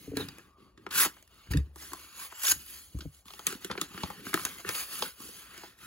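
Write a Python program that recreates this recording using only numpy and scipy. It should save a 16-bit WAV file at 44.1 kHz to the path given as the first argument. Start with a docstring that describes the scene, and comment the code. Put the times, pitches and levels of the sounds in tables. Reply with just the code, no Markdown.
"""A paper envelope is slit with a utility knife, its flap torn off, its sides squeezed open and the contents
slid out. Fibres slip and break in clumps of tiny clicks; the sheet snaps, and rumbles as it bends.
The knife's loose parts click as it is picked up and laid down, and the table top booms under knocks.
All of it plays close to a small two-port microphone in a quiet room."""
import sys
import numpy as np
from scipy import signal
from scipy.fft import rfft, irfft
from scipy.io import wavfile
from scipy.ndimage import uniform_filter1d

SR = 44100
rng = np.random.default_rng(int(sys.argv[2]) if len(sys.argv) > 2 else 0)


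def materialize(psi):
    """Save the field psi as 16-bit PCM at rate SR to the path in sys.argv[1].

    A 1-D psi becomes a single channel; in a 2-D psi each row is a channel.
    """
    bounded = np.clip(np.atleast_2d(psi).T, -1, 1)
    quanta = np.round(bounded * 32767).astype(np.int16)
    wavfile.write(sys.argv[1], SR, quanta)


N = 258426
TIME, HZ = np.arange(N) / SR, np.fft.rfftfreq(N, 1 / SR)


def slit():
    """The blade runs through the paper: a dense, even zip of breaking fibres."""
    # swell of the cut: (time [s], level [dB], brightness [dB])
    swell = [(0.89, -53, -8), (0.902, -62, -9), (0.908, -38.5, -6.5), (0.985, -25.5, 6), (1.02, -23, 4.5),
             (1.056, -26.5, 1), (1.094, -50.5, -14), (1.13, -81, 4)]
    # EQ of the cut: (frequency [Hz], gain [dB])
    colour = [(400, -10.5), (700, -9.5), (1000, -0.5), (1250, 1), (1500, 4), (1900, -1), (2400, -2.5),
              (5500, -4.5), (7000, -4.5), (12000, -2.5), (16000, -7)]
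    grain = fibres(per_s=7000, spread_db=1.5, clump_db=0.9, smooth=1.2)
    return paper_voice(grain, colour, *level_and_treble(swell), patchy_db=0.73)


def tear():
    """The flap rips off: breaking fibres swell and brighten, then stop short."""
    # swell of the rip: (time [s], level [dB], brightness [dB])
    swell = [(2.3, -46, -23), (2.32, -43.5, -12), (2.388, -42, -6), (2.436, -30.5, -2), (2.52, -22.5, 5.5),
             (2.536, -42.5, -26.5), (2.6, -70, 11)]
    # EQ of the rip: (frequency [Hz], gain [dB])
    colour = [(400, -25), (800, -18.5), (1400, -8.5), (2800, -10.5), (5500, -9.5), (6800, -3),
              (8800, -12.5), (11000, -5), (14000, -6.5), (16000, -15.5)]
    grain = fibres(per_s=5400, spread_db=0, clump_db=1.2, smooth=1.3)
    return paper_voice(grain, colour, *level_and_treble(swell), patchy_db=3.3)


def snaps():
    """Paper snaps as the blade catches it, it rips, or it bends: a crack, a ringing panel, a buckle."""
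    # paper snaps: (time [s], panel peak [dB], panel pitch [Hz], crinkle [dB re panel],
    # crack [dB re panel], buckle [dB re panel], buckle pitch [Hz])
    paper_snaps = [(0.776, -45.5, 1560, -4.5, -30, -5, 306), (.865, -24.5, 1230, -21, -26, -11.5, 372),
                   (0.91, -38.5, 1440, 10.5, -14, -10.5, 280), (1.058, -24.5, 1220, -6, 1, -5, 326),
                   (1.069, -32, 940, -1, -9, -9, 269), (1.167, -46.5, 1300, -8, -3, -16, 300),
                   (1.759, -39.5, 960, -13, 2, -8, 347), (1.918, -39, 1290, -20, -15, -6, 330),
                   (1.933, -28, 1060, -8, 2, -12.5, 332), (2.323, -35.5, 1200, -15, 0, -16, 366),
                   (2.434, -39, 1030, 4, 18, -15, 328), (2.451, -34.5, 1000, 14, 8, -16, 620),
                   (2.482, -27.5, 1580, 11.5, -4, -16, 397), (2.508, -47, 2150, 9, 6, -16, 328),
                   (2.518, -32.5, 1180, 0, 20, -10, 307), (2.521, -35, 1500, 9, 14, -16, 300),
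                   (2.988, -45, 1180, -2, 8, 2, 328), (3.007, -40.5, 1550, 6.5, -21, 0, 175),
                   (3.019, -46.5, 1340, 3, -6, 1, 299), (3.256, -47.5, 960, 1, 2, -4.5, 243),
                   (3.282, -47, 1120, 9, -6, -22, 277), (3.305, -38, 1020, 0, -10, -22, 361),
                   (3.336, -41, 950, 7, 2, -9.5, 382), (3.393, -33.5, 1200, -1, -0.5, -13.5, 362),
                   (3.468, -26.5, 1730, 9.5, 17.5, -11, 402), (3.473, -24.5, 2550, -25, -22, -22, 332),
                   (3.525, -33, 1580, -4, 5, -4, 402), (3.55, -37, 1310, -3, -11, -3, 259),
                   (3.646, -34, 1680, 7, 8, 0.5, 373), (3.7, -28, 1110, -16, -40, -3.5, 452),
                   (3.713, -22.5, 1340, 0, -37, -14, 177), (3.753, -31.5, 980, -29, -26, -9, 374),
                   (3.777, -26, 1600, -14, -41, -4.5, 391), (3.8139, -26.5, 1540, 8, 12, -5, 312),
                   (3.944, -41.5, 1160, -2, -11, 4, 161), (3.977, -30, 1560, -18, -31, -11, 300),
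                   (4.034, -23.5, 980, 0, -27, -0.5, 178), (4.102, -28.5, 890, -33, -8.5, -15, 181),
                   (4.267, -27.5, 1140, -25, -14, -6.5, 238), (4.331, -25.5, 1370, -12, -15, -14, 300),
                   (4.341, -12.5, 1340, -3.5, 1, -9, 341), (4.375, -23, 1280, -29, -20, -16, 327),
                   (4.394, -28.5, 1200, -16, -18, -22, 380), (4.451, -21, 1440, 0.5, 8.5, -17.5, 236),
                   (4.464, -30, 1180, -21, -26, -13, 410), (4.584, -40, 2090, -27, 3, -11, 223),
                   (4.647, -28.5, 1440, -30, -31, -8.5, 395), (4.69, -21, 1710, -3, 3, -11, 454),
                   (4.749, -31, 1350, 6.5, 0, -15, 480), (5.023, -18.5, 1220, 3, -21, -10.5, 450),
                   (5.201, -46, 920, -14, 0, 2, 270), (5.287, -56.5, 1990, -7, 1, 12, 457),
                   (5.577, -45, 2540, 3, 9, -3.5, 350), (5.635, -35.5, 940, -27, -29, -7, 350)]
    # modes of the whole envelope: (multiple of the buckle pitch, level [dB], t60 [s])
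    buckle_modes = [(.55, -16, 0.055), (1.0, 7.5, 0.017), (1.9, -15, 0.039)]
    out, t = np.zeros(N), np.arange(4000) / SR
    rise_s, t60 = 0.001, 0.017
    shape = attack(t, rise_s) ** 2 * (decay(t, t60) + 0.15 * gain_of(-16 * t / t60))  # hit plus slow tail
    for s, db, panel_hz, crinkle_db, crack_db, buckle_db, buckle_hz in paper_snaps:
        burst = shape * rng.standard_normal(len(t))
        panel = narrowed(burst, panel_hz, q=1.13)
        crinkle = narrowed(burst, hz=3110, q=0.86)
        tick = attack(t, 0.00044) * (crack(t, t60=0.008) + gain_of(-12) * crack(t, t60=0.03))
        modes = [(ratio * buckle_hz, mode_db, ring_s) for ratio, mode_db, ring_s in buckle_modes]
        buckle = ring(modes, t) * attack(t, 0.0075)
        start = s - rise_s
        add(out, start, peaked(panel, db) + peaked(crinkle, db + crinkle_db))
        add(out, s, peaked(tick, db + crack_db))  # at the top of the snap
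        add(out, start + 0.00372, peaked(buckle, db + buckle_db))  # the slow buckle follows the crack
    return out


def rubbing():
    """Fingers and paper slide on paper; each stroke swells and fades, and overlaps add in power."""
    # strokes: (peak time [s], rise [s], fall [s], level [dB], brightness [dB], flexing [dB re level])
    strokes = [(0.03, 0.19, 0.13, -55.5, 2, -2.5), (.194, 0.043, 0.084, -41, -4.5, -1.5),
               (0.301, 0.24, 0.22, -50.5, -10.5, -8), (0.609, 0.045, 0.14, -59.5, -13.5, -1.5),
               (.84, 0.092, .06, -61, -14, 1.5), (1.13, .03, 0.15, -56, -5, -12.5),
               (1.363, 0.1, 0.28, -55, -8, -16), (1.521, 0.016, 0.011, -37.5, -0.5, -11),
               (1.56, 0.046, 0.052, -42, -28, 3.5), (1.64, .05, 0.13, -63, -9, 0),
               (1.82, 0.063, 0.15, -48.5, 4, -12), (2.0, 0.15, 0.24, -47.5, -4.5, -21),
               (2.23, 0.091, 0.066, -41.5, 1.5, -40), (2.6, 0.1, 0.06, -54.5, 7.5, -8.5),
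               (2.72, 0.094, 0.17, -51, 8.5, -15), (3.0, 0.17, 0.15, -60.5, 3.5, -7),
               (3.15, 0.046, 0.09, -62.5, 5, -18), (3.279, 0.028, 0.6, -54.5, 2.5, -13.5),
               (3.481, 0.026, 0.094, -36, -4, -12.5), (3.64, 0.048, 0.073, -45.5, -5, -16.5),
               (3.714, 0.019, 0.029, -34.5, -25, -8), (3.84, 0.12, 0.033, -42, -9, -12.5),
               (4.04, 0.19, 0.16, -41.5, -6.5, -9.5), (4.2, 0.072, 0.12, -48, -8, -5.5),
               (4.29, 0.06, 0.039, -40.5, -1.5, -12), (4.37, 0.057, 0.27, -38, -2, -15),
               (4.6, 0.02, 0.022, -42, -4.5, -17), (4.691, 0.039, 0.041, -31, -18.5, -17),
               (4.789, 0.12, 0.085, -36, 4.5, -24), (4.952, 0.096, 0.18, -40, 3, -32),
               (5.039, 0.06, 0.066, -39, -1.5, -14.5), (5.241, 0.074, 0.12, -47.5, 4.5, -10),
               (5.359, 0.082, 0.14, -48.5, 1, -18), (5.63, 0.25, 0.12, -44, -8.5, -17.5),
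               (5.851, 0.085, .1, -48.5, -1.5, -13.5)]
    # EQ of the friction: (frequency [Hz], gain [dB])
    colour = [(400, -9.5), (700, -9), (1250, 0.5), (2100, -2.5), (3000, 0), (3700, -4.5), (4500, -1),
              (5600, -6), (6800, -1.5), (8000, -7), (11000, -1.5), (13000, -5.5), (16000, -5.5)]
    fade_db, roundness = 16, 2.09  # fade_db down at one rise before the peak and one fall after
    t, power = np.arange(0, N + 64, 64) / SR, 0
    for s, rise, fall, level_db, bright_db, flex_db in strokes:
        away = np.where(t < s, (s - t) / rise, (t - s) / fall)
        shape_db = np.maximum(level_db - fade_db * away ** roundness, -150)
        power = power + gain_of(shape_db + np.array([[0], [bright_db], [flex_db]])) ** 2
    level, treble, bending = [np.interp(TIME, t, np.sqrt(p)) for p in power]
    grain = fibres(per_s=3000, spread_db=2, clump_db=0.9, smooth=2.5)
    return paper_voice(grain, colour, level, treble, patchy_db=2.5) + flexing(bending)


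def flexing(level):
    """The sheet rumbles as it bends under the fingers."""
    # EQ of the rumble: (frequency [Hz], gain [dB])
    colour = [(50, -26), (120, -3.5), (200, -4), (400, -4.5), (600, -24.5), (1200, -42.5)]
    return level * coloured(fibres(per_s=900, spread_db=1.2, clump_db=1.5, smooth=1.6), colour)


def knife_clicks():
    """Loose metal and plastic parts crack and rattle; the grip damps the handle and shifts its modes."""
    # clicks: (time [s], peak [dB], crack [dB re peak], hardness [dB/octave])
    clicks = [(0.17, -21.5, 0.5, 11), (0.286, -29.5, -4.5, 9.5), (0.384, -40.5, 2, -6),
              (0.392, -42.5, -21, -9), (1.226, -51.5, 7.5, -12), (1.276, -52.5, 4, 4),
              (1.471, -44, -24, -11), (1.512, -34, -0.5, -1.5), (1.535, -24, -6, 1), (1.572, -26, -1, 10.5)]
    # handle modes before the grip acts: (frequency [Hz], level [dB], t60 [s])
    modes = [(460, -8.5, 0.0072), (1330, -22, 0.12), (1950, 16.5, 0.026), (2840, 10.5, 0.26),
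             (4040, 4.5, 0.097), (5014, 9.5, 0.023)]
    out, t = np.zeros(N), np.arange(4000) / SR
    rattle_s, grip_t60 = 0.003, 0.013
    for s, db, crack_db, hardness_db in clicks:
        rattle = rng.standard_normal(500) * np.exp(-t[:500] / rattle_s)
        detune = rng.uniform(0.782, 1.067)
        handle = ring(modes, t * detune, hardness_db) * decay(t, grip_t60)
        add(out, s, peaked(np.convolve(rattle, handle), db))
        add(out, s, peaked(crack(t, t60=0.014), db + crack_db))
    return out


def knife_drag():
    """The knife drags off the mat: a scrape with a thin, wavering squeak riding on it."""
    # the drag: (time [s], level [dB], squeak pitch [Hz], squeak [dB re level])
    gesture = [(0.171, -33, 3800, -17), (.19, -45.5, 3850, -3), (0.21, -40, 3750, 4.5),
               (0.229, -44, 3590, 1.5), (.25, -72, 3870, -17)]
    # EQ of the scrape: (frequency [Hz], gain [dB])
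    colour = [(500, -4.5), (1100, -9), (1700, -6), (2500, -16), (6000, -30), (16000, -22.5)]
    s, level_db, hz, squeak_db = np.transpose(gesture)
    scrape = coloured(fibres(per_s=2300, spread_db=1, clump_db=1.5, smooth=1.2), colour)
    waver = uniform_filter1d(rng.standard_normal(N), size=200)
    pitch_hz = np.interp(TIME, s, hz) * (1 + 0.626 * waver)
    squeak = gain_of(np.interp(TIME, s, squeak_db)) * np.sin(2 * np.pi * np.cumsum(pitch_hz) / SR)
    return fader(s, level_db) * (scrape + squeak)


def table_knocks():
    """A soft push of a few ms sets the table top booming; harder blows favour the upper modes."""
    # knocks: (time [s], peak [dB], hardness [dB/octave], t60 factor: small where a hand stays on the top)
    knocks = [(0.076, -31.5, 7.5, 1.14), (.117, -32, 18, 1), (.135, -28.5, 12, 0.76), (0.167, -24, 14, 1.2),
              (.19, -30.5, 12, 3.5), (1.487, -38.5, -12, .6), (1.507, -21, -5.5, 0.4),
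              (1.537, -22, -4.5, 2.1), (1.545, -19.5, 2.5, 0.91), (1.558, -24, -14, 1.1),
              (1.571, -15.5, -8.5, 0.25), (1.582, -24, -3, 1), (2.502, -48, -6, 1.1),
              (2.557, -43.5, 2, 0.48), (2.947, -28, 0, 0.54), (2.964, -30.5, -2.5, .28),
              (3.051, -34, 1.5, 0.86), (3.057, -32, 5.5, 0.41)]
    # modes of the top: (frequency [Hz], level [dB], t60 [s])
    top_modes = [(64.7, 7, 0.13), (70.5, -13.5, 0.96), (99, 8.5, 0.12), (143.5, 3.5, 0.14),
                 (281, 3.5, 0.079), (427.5, 2.5, 0.029)]
    out, t = np.zeros(N), np.arange(SR // 2) / SR
    for s, db, hardness_db, sustain in knocks:
        modes = [(hz, mode_db, t60 * sustain) for hz, mode_db, t60 in top_modes]
        add(out, s, peaked(ring(modes, t, hardness_db) * attack(t, 0.0076), db))
    return out


def lingering_hiss():
    """A faint, narrow band of hiss hangs on after the knife is lifted."""
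    # swell of the hiss: (time [s], level [dB])
    swell = [(.25, -78), (.4, -73), (.58, -65.5), (.7, -68), (.77, -87)]
    band = evened(narrowed(rng.standard_normal(N), hz=1148, q=7.8))
    return fader(*np.transpose(swell)) * band


def room_tone():
    """The quiet room: a steady bed of bass-heavy noise."""
    # EQ of the bed: (frequency [Hz], gain [dB])
    colour = [(15, -3), (25, 11.5), (59, 21), (161, 1), (309, -3.5), (641, 1.5), (1160, -4), (2050, -54.5),
              (2690, -31), (6210, -28), (8590, -61.5), (10100, -56), (16000, -50.5)]
    return gain_of(-66) * coloured(rng.standard_normal(N), colour)


def ports(x):
    """Two microphone ports: the right hears the left's sound blended with a scattered copy."""
    # stereo image: (frequency [Hz], likeness [0-1], left minus right [dB], right phase lead [rad])
    image = [(60, 0.98, 1.8, 0.0029), (156, 0.86, -0.2, -0.4), (305, 1, .5, -0.35), (765, 0.29, -0.5, -0.6),
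             (1194, 0.96, 2, -0.44), (1890, 0.86, 1.4, -1.36), (4620, 0.94, -2.5, -1.39),
             (5470, 0.18, -5, -2.3), (6740, 0.7, -0.5, -0.15), (8820, 1, 0, 0.047),
             (10600, 0.72, 1.5, 0.85), (12200, 0.57, -4, -0.45), (12400, 0.4, 5.5, 1), (14000, 1, -6, 0.34),
             (14600, 0.96, 5.5, 0.14)]
    lead_above_hz, lead_s = 6050, 9 / SR  # the right port's extra lead in the treble
    likeness = np.clip(on_grid(image), 0, 1)
    balance = gain_of(on_grid(image, column=2) / 2)
    lead = on_grid(image, column=3) + 2 * np.pi * np.maximum(HZ - lead_above_hz, 0) * lead_s
    direct, scattered = rfft(x), rfft(scatter(x, turns_per_s=14))
    right = (likeness * direct + np.sqrt(1 - likeness ** 2) * scattered) * np.exp(1j * lead)
    return irfft(np.array([direct * balance, right / balance]), N)


def scatter(x, turns_per_s):
    """Sound bounces off the table and moving hands: three short paths crossfade, now fast, now slowly."""
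    pace = 1 + 0.8 * evened(uniform_filter1d(rng.standard_normal(N), size=4000))
    angle = 2 * np.pi * turns_per_s * np.cumsum(pace) / SR
    shares = [np.sqrt(2 / 3) * np.cos(angle + k * np.pi / 3) for k in range(3)]
    return sum(signal.oaconvolve(x * share, reflections(t60=0.012))[:N] for share in shares)


def reflections(t60, predelay_samples=0):
    """Sparse echoes of random sign that die away, with a total energy of 1."""
    taps, slots = np.zeros(SR // 3), np.arange(predelay_samples, SR // 3 - 20, 20)
    taps[slots + rng.integers(0, 20, len(slots))] = rng.choice([-1., 1.], len(slots))
    taps *= decay(np.arange(len(taps)) / SR, t60)
    return taps / np.linalg.norm(taps)


def fibres(per_s, spread_db, clump_db, smooth):
    """Fibres slip and break: clicks of uneven size in clumps, over a smooth hiss."""
    breaks = rng.random(N) < per_s / SR
    sizes = gain_of(spread_db * np.minimum(rng.exponential(1, N), 3.5))
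    clicks = breaks * sizes * rng.standard_normal(N)
    drift = uniform_filter1d(uniform_filter1d(rng.standard_normal(N), size=300), size=200)
    clumps = gain_of(clump_db * evened(drift))
    return evened(clumps * (evened(clicks) + smooth * rng.standard_normal(N)))


def paper_voice(grain, colour, level, treble, patchy_db, crossover_hz=3800):
    """The sheet colours the fibre grain; body and treble each ride their own gain."""
    sound = patchy(coloured(grain, colour), patchy_db)
    bright = irfft(rfft(sound) / (1 + (crossover_hz / (HZ + 1)) ** 3), N)
    return level * (sound - bright) + treble * bright


def patchy(x, depth_db):
    """The bent sheet favours some pitches for a while, then others."""
    spectra = signal.stft(x, nperseg=512)[2]
    patches = uniform_filter1d(rng.standard_normal(spectra.shape), size=3, axis=0)  # across pitch
    patches = evened(uniform_filter1d(patches, size=24, axis=1))  # across time
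    return evened(signal.istft(spectra * gain_of(depth_db * patches), nperseg=512)[1][:N])


def crack(t, t60):
    """A burst of treble with an instant attack, for paper snaps and knife parts."""
    # treble resonances: (centre [Hz], width [Hz], gain [dB])
    bands = [(7830, 2400, 10.5), (11000, 1400, 5), (14640, 2200, -1)]
    burst = rng.standard_normal(len(t)) * decay(t, t60)
    return sum(gain_of(db) * signal.lfilter(*signal.iirpeak(hz, hz / width, fs=SR), burst)
               for hz, width, db in bands)


def ring(modes, t, tilt_db=0.):
    """Struck modes, tilted by tilt_db per octave above the first."""
    return sum(gain_of(db + tilt_db * np.log2(hz / modes[0][0])) * decay(t, t60) * np.sin(2 * np.pi * hz * t)
               for hz, db, t60 in modes)


def narrowed(x, hz, q):
    """A resonance passed twice, for steep flanks."""
    b, a = signal.iirpeak(hz, q, fs=SR)
    return signal.lfilter(b, a, signal.lfilter(b, a, x))


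def coloured(x, colour):
    """The sound through an EQ curve, at unit RMS."""
    return evened(irfft(rfft(x) * gain_of(on_grid(colour)), N))


def on_grid(points, column=1):
    """One column of a spectrum table, interpolated onto HZ in log frequency."""
    columns = np.transpose(points)
    return np.interp(np.log(HZ + 1), np.log(columns[0] + 1), columns[column])


def level_and_treble(swell):
    """Gains of the body and the treble along a swell."""
    s, level_db, bright_db = np.transpose(swell)
    level = fader(s, level_db)
    return level, level * gain_of(np.interp(TIME, s, bright_db))


def fader(s, level_db):
    """Gain along breakpoints, shut outside them."""
    return gain_of(np.interp(TIME, s, level_db, -120, -120))


def attack(t, rise_s):
    return 1 - np.exp(-t / rise_s)


def decay(t, t60):
    return gain_of(-60 * t / t60)


def gain_of(db):
    return 10 ** (np.asarray(db) / 20)


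def evened(x):
    return x / np.sqrt(np.mean(x ** 2) + 1e-20)


def peaked(x, db):
    return gain_of(db) * x / abs(x).max()


def add(mix, s, sound):
    part = mix[round(s * SR):][:len(sound)]
    part += sound[:len(part)]


def scene():
    """Paper and knife, with a short room reverb, join the knocks and room tone at the two ports."""
    near = slit() + tear() + rubbing() + snaps() + knife_clicks() + knife_drag() + lingering_hiss()
    reverb = gain_of(-12.5) * signal.oaconvolve(near, reflections(t60=0.16, predelay_samples=200))[:N]
    knocks = table_knocks()
    airborne = near + reverb + room_tone() + 0.93 * knocks
    return ports(airborne) + 0.2 * knocks  # part comes through the stand, alike in both ports


def record(dry, low_cut_hz=49.6, high_cut_hz=15900):
    """The microphone drops the deepest bass and the very top of the treble."""
    thinned = signal.sosfilt(signal.butter(4, low_cut_hz, "high", fs=SR, output="sos"), dry)
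    lowpass = signal.firwin(511, high_cut_hz, window=("kaiser", 9), fs=SR)
    return signal.oaconvolve(thinned, lowpass[None], "same")


dry = scene()
out = record(dry)
materialize(out)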